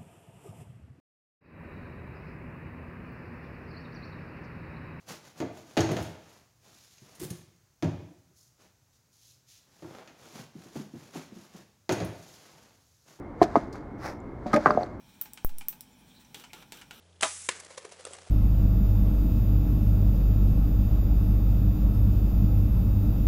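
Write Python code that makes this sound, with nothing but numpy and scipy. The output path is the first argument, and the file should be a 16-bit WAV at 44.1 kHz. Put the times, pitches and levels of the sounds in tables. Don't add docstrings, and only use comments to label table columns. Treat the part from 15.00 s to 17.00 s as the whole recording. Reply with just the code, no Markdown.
import sys
import numpy as np
from scipy import signal
from scipy.fft import rfft, irfft, next_fast_len
from scipy.io import wavfile
from scipy.ndimage import uniform_filter1d, map_coordinates

SR = 44100
rng = np.random.default_rng(int(sys.argv[2]) if len(sys.argv) > 2 else 0)


def wav_record(signal):
    frames = np.transpose(np.atleast_2d(signal))
    bounded = np.clip(frames, -1, 1)
    quanta = np.round(bounded * 32767).astype(np.int16)
    wavfile.write(sys.argv[1], SR, quanta)


N = 88200


def pawl():
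    # start_s, level_db, tilt_db_per_octave, ring1_hz, boost1_db, ring2_hz, boost2_db
    snap_hits = [(.2132, -20.5, -0.5, 14500, 10, 3730, 3.5), (.4476, -22, 2, 14600, 0.5, 13800, -0.5),
                 (.6846, -17.5, 1.5, 13500, 6.5, 6050, 4)]
    tick_hits = [(.3343, -35, 0.5, 8200, 8, 10500, 2), (.5843, -31.5, 0, 9800, 14, 11700, 10),
                 (.8079, -34, 0, 3970, 6.5, 5000, 7.5)]
    # pitch_hz, gain_db
    snap_colour = [(300, -38), (1000, -26), (2400, -26.5), (3900, -27.5), (4700, -30.5), (6000, -22),
                   (6800, -29.5), (8200, -18), (8900, -31), (9600, -15.5), (10900, -20.5), (12000, -10.5),
                   (12600, -24), (13500, -4), (14700, -1.5), (15500, -14), (16200, -26)]
    tick_colour = [(300, -21), (1500, -21), (3900, -11), (4500, -20), (5600, -2.5), (6600, -18),
                   (7800, -1.5), (8400, -7.5), (8900, -7), (9500, 0), (10000, -7), (10600, -4),
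                   (12000, -5.5), (12700, -5), (14600, 3.5), (15500, -7), (16200, -11)]
    snaps = hits(snap_hits, snap_colour, ring_width_hz=560, room_db=-5,
                 chatter_db=1, chatter_s=0.0092, bounce_s=0.0007, bounce_db=-2)
    ticks = hits(tick_hits, tick_colour, ring_width_hz=500, room_db=-6.5,
                 chatter_db=8, chatter_s=0.0098, bounce_s=0.0007, bounce_db=4.5)
    return snaps + ticks


def thump(start_s=0.4476, swing_db=-22.5, spike_db=-20.5):
    edge_s, swell_s, rebound_s, settle_s, spike_width_s = 0.00021, 0.0051, 0.049, 0.027, 0.00017
    t = np.arange(N) / SR - start_s
    age = np.maximum(t, 0)
    onset = 1 - np.exp(-(age / edge_s) ** 2)
    swing = onset * (1 + age / swell_s) * (age / rebound_s - 1) * np.exp(-age / settle_s)
    spike = np.exp(-((t + edge_s) / spike_width_s) ** 2)
    return amp(swing_db) * swing + amp(spike_db) * spike


def pen():
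    # start_s, level_db, tilt_db_per_octave, ring1_hz, boost1_db, ring2_hz, boost2_db
    drops = [(1.345, -34, 1.5, 3330, 7.5, 357, 11), (1.3985, -43.5, 1.5, 14800, 13, 1400, -3),
             (1.533, -35.5, 0, 2320, 2.5, 950, 2), (1.7215, -34, 1, 7670, 7, 356, 9.5),
             (1.7725, -45, 2, 14800, 10, 2900, 13), (1.9095, -34.5, -.5, 2880, 13, 1480, 15)]
    # start_s, length_s, level_db, tilt_db_per_octave
    strokes = [(1.341, 0.082, -55, 0), (1.533, 0.09, -56, -1), (1.731, 0.074, -56, 0), (1.921, .1, -56, 0)]
    # pitch_hz, gain_db
    drop_colour = [(120, -7.5), (350, -2.5), (600, -8), (850, 3.5), (1150, -14), (1450, -4.5), (1900, -4),
                   (2300, 0.5), (4000, -2), (5000, -7), (7700, -6.5), (11000, -14.5), (15000, -13),
                   (16200, -29)]
    scratch_colour = [(180, -29), (300, -0.5), (519, -3), (701, -13), (870, -10), (1150, -7), (1410, -1.5),
                      (2070, -14), (2980, -3), (3890, -6), (4830, -17), (6000, -6.5), (6620, -29),
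                      (7320, -13), (8500, -20), (9710, -11.5), (10700, -18.5), (14700, -10), (16000, -23)]
    t = np.arange(N) / SR
    track = hits(drops, drop_colour, ring_width_hz=280, room_db=-2.5,
                 chatter_db=4.5, chatter_s=0.023, bounce_s=0.000955, bounce_db=-1)
    for start_s, length_s, level_db, tilt_db in strokes:
        fade_in = np.clip((t - start_s) / 0.012, 0, 1)
        fade_out = amp(-60 * np.maximum(t - start_s - length_s, 0) / 0.13)
        track += fade_in * fade_out * noise(scratch_colour, tilt_db) * amp(level_db + 0.65 * wobble(300))
    return track


def carriage():
    # start_s, level_db, tilt_db_per_octave, ring1_hz, boost1_db, ring2_hz, boost2_db
    stops = [(.2572, -42.5, -1.5, 1640, 6.5, 5660, 12), (.375, -38, -1, 3150, 12, 2350, 2.5),
             (.4935, -44.5, -1, 2330, -8, 1500, -1), (.6105, -38, -1, 2380, 7, 3070, 10.5),
             (.728, -43.5, -1, 2270, -2, 1490, 2), (1.2485, -50, 0.5, 5860, 24, 3600, 10),
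             (1.439, -40.5, -1, 1390, 11, 2760, 5), (1.443, -40.5, 0, 3030, 18.5, 7440, 9),
             (1.6255, -43.5, -2.5, 1410, 5, 3740, 11), (1.814, -42.5, 2, 1430, 15.5, 2300, 6),
             (1.819, -40.5, -1, 2950, 14, 1650, 9)]
    # time_s, level_db
    rub_levels = [(0, -68.5), (.13, -64), (.2, -64), (.42, -67.5), (.55, -73), (0.849, -73), (1.05, -68.5),
                  (1.12, -63), (1.18, -66), (1.3, -65), (1.36, -70)]
    # pitch_hz, gain_db
    clack_colour = [(150, -20), (350, -13.5), (600, -15.5), (870, 5.5), (1100, -8), (1450, -1),
                    (1900, -4.5), (2400, 1.5), (3100, -4), (4600, -6), (6000, -7), (8000, -7.5),
                    (11000, -16), (16000, -30)]
    rub_colour = [(300, -11), (1500, -2.5), (2500, -3), (3300, -1), (4000, 3), (4800, -7), (5800, -9),
                  (7000, -3.5), (9500, -4), (11000, -29), (16000, 0)]
    level_db = np.interp(np.arange(N) / SR, *np.transpose(rub_levels))
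    rubbing = noise(rub_colour) * amp(level_db + 2.4 * wobble(40.58))
    clacks = hits(stops, clack_colour, ring_width_hz=220, room_db=-4.5,
                  chatter_db=0.5, chatter_s=0.058, bounce_s=0.0017, bounce_db=0)
    return rubbing + clacks


def squeaks(width_hz=550):
    # peak_s, length_s, pitch_hz, level_db
    rail_squeaks = [(0.93, 0.024, 7200, -71), (0.998, 0.024, 9760, -69.5), (1.116, 0.024, 3400, -63.5),
                    (1.172, 0.029, 4030, -61), (1.509, 0.017, 2390, -59.5)]
    t, track = np.arange(N) / SR, np.zeros(N)
    for peak_s, length_s, pitch_hz, level_db in rail_squeaks:
        band = unit(filtered(rng.standard_normal(N), lambda hz: peak(hz, pitch_hz, width_hz)))
        track += amp(level_db) * band * np.exp(-2 * ((t - peak_s) / length_s) ** 2)
    return track


def hits(rows, body, ring_width_hz, room_db, **touch):
    # delay_s, gain_db
    echoes = [(.0071, -12), (.0094, -19.5), (0.0235, -25)]
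    # pitch_hz, gain_db
    room_colour = [(500, 2.5), (2500, 2.5), (7000, 0), (12000, -1), (14400, -3.5), (15500, 8)]
    room_ring_share = 0.77
    track = np.zeros(N)
    for start_s, level_db, tilt_db, ring1_hz, boost1_db, ring2_hz, boost2_db in rows:
        def colour(hz, share=1):
            ring1 = boost1_db * peak(hz, ring1_hz, ring_width_hz)
            ring2 = boost2_db * peak(hz, ring2_hz, ring_width_hz)
            return tilted(body, hz, tilt_db) + share * (ring1 + ring2)

        hit = signal.fftconvolve(contact(**touch), ringing(colour))
        strength = amp(level_db) * np.sqrt(SR / 1000)
        for delay_s, gain_db in [(0, 0.022)] + echoes:
            add(track, start_s + delay_s, strength * amp(gain_db) * hit / np.linalg.norm(hit))
        room_ring = ringing(lambda hz: colour(hz, room_ring_share) + along(room_colour, hz))
        tail = signal.fftconvolve(room_ring / np.linalg.norm(room_ring), room_tail())
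        add(track, start_s, strength * amp(room_db) * tail)
    return track


def contact(chatter_db, chatter_s, bounce_s, bounce_db, size=4096):
    t = np.arange(size) / SR
    chatter = rng.standard_normal(size) * amp(-60 * t / chatter_s)
    force = amp(chatter_db) * chatter / np.linalg.norm(chatter)
    force[0] += 1
    force[round(bounce_s * SR)] += amp(bounce_db)
    power = np.abs(uniform_filter1d(np.abs(rfft(force)) ** 2, 24))
    return signal.fftconvolve(force, ringing(lambda hz: -10 * np.log10(power + 1e-9)))


def room_tail():
    # pitch_hz, fade_s
    fade_times = [(200, 0.32), (2500, 0.18), (8000, 0.24), (15000, 0.13)]
    hz, t, bands = signal.stft(rng.standard_normal(SR // 3), SR, nperseg=256)
    fade_in = 1 - np.exp(-t / 0.00075)
    fade_out = amp(-60 * t / along(fade_times, hz)[:, None])
    tail = signal.istft(bands * fade_out * fade_in, SR, nperseg=256)[1]
    return tail / np.linalg.norm(tail)


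def background(noise_db=-60):
    # pitch_hz, gain_db
    air_colour = [(15, -33), (30, -10), (50, -8), (70, -5.5), (100, -4), (150, 1.5), (250, 0), (310, -7.5),
                  (400, -12.5), (520, -14), (730, -14), (880, -8.5), (1050, -17.5), (1300, -21),
                  (1600, -17.5), (2000, -24.5), (2450, -11.5), (2750, -26), (3100, -14.5), (3900, -22),
                  (4900, -27.5), (5600, -15.5), (6600, -30), (8000, -26), (10000, -28.5), (12500, -26.5),
                  (14000, -27), (16000, -35)]
    # pitch_hz, level_db
    hum_tones = [(48.6, -73.5), (194, -76.5), (253, -74.5), (860, -81)]
    t = np.arange(N) / SR
    hum = sum(amp(db) * np.sqrt(2) * np.sin(2 * np.pi * hz * t + 0.5 * wobble(4.7))
              for hz, db in hum_tones)
    return amp(noise_db) * noise(air_colour) + hum


def amp(db):
    return 10 ** (np.asarray(db) / 20)


def unit(x):
    return x / np.sqrt(np.mean(x ** 2) + 1e-20)


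def peak(hz, centre_hz, width_hz):
    return 1 / (1 + (2 * (hz - centre_hz) / width_hz) ** 2)


def along(points, hz):
    pitches, values = np.transpose(points)
    return np.interp(np.log(hz + 1), np.log(pitches + 1), values)


def tilted(colour, hz, tilt_db):
    return along(colour, hz) + tilt_db * np.log2(np.maximum(hz, 300) / 3000)


def filtered(x, gain_at):
    size = next_fast_len(N + SR // 2)
    return irfft(rfft(x, size) * gain_at(np.fft.rfftfreq(size, 1 / SR)), size)[:N]


def noise(colour, tilt_db=0):
    return unit(filtered(rng.standard_normal(N), lambda hz: amp(tilted(colour, hz, tilt_db))))


def wobble(rate):
    return map_coordinates(rng.standard_normal(int(N * rate / SR) + 4), [np.arange(N) * rate / SR])


def ringing(colour_db, size=4096):
    log_gain = np.log(amp(colour_db(np.fft.rfftfreq(size, 1 / SR))) + 1e-6)
    folded = irfft(log_gain)
    folded[1:size // 2] *= 2
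    folded[size // 2 + 1:] = 0
    return irfft(np.exp(rfft(folded)))


def add(track, start_s, x):
    part = track[max(round(start_s * SR), 0):][:len(x)]
    part += x[:len(part)]


def scene():
    return (pawl() + carriage() + squeaks() + pen() + thump() + background())[None]


def record(dry):
    top_hz, slope_hz = 16100, 600
    return np.array([filtered(x, lambda hz: np.clip((top_hz - hz) / slope_hz + 0.5, 0, 1)) for x in dry])


dry = scene()
out = record(dry)
wav_record(out)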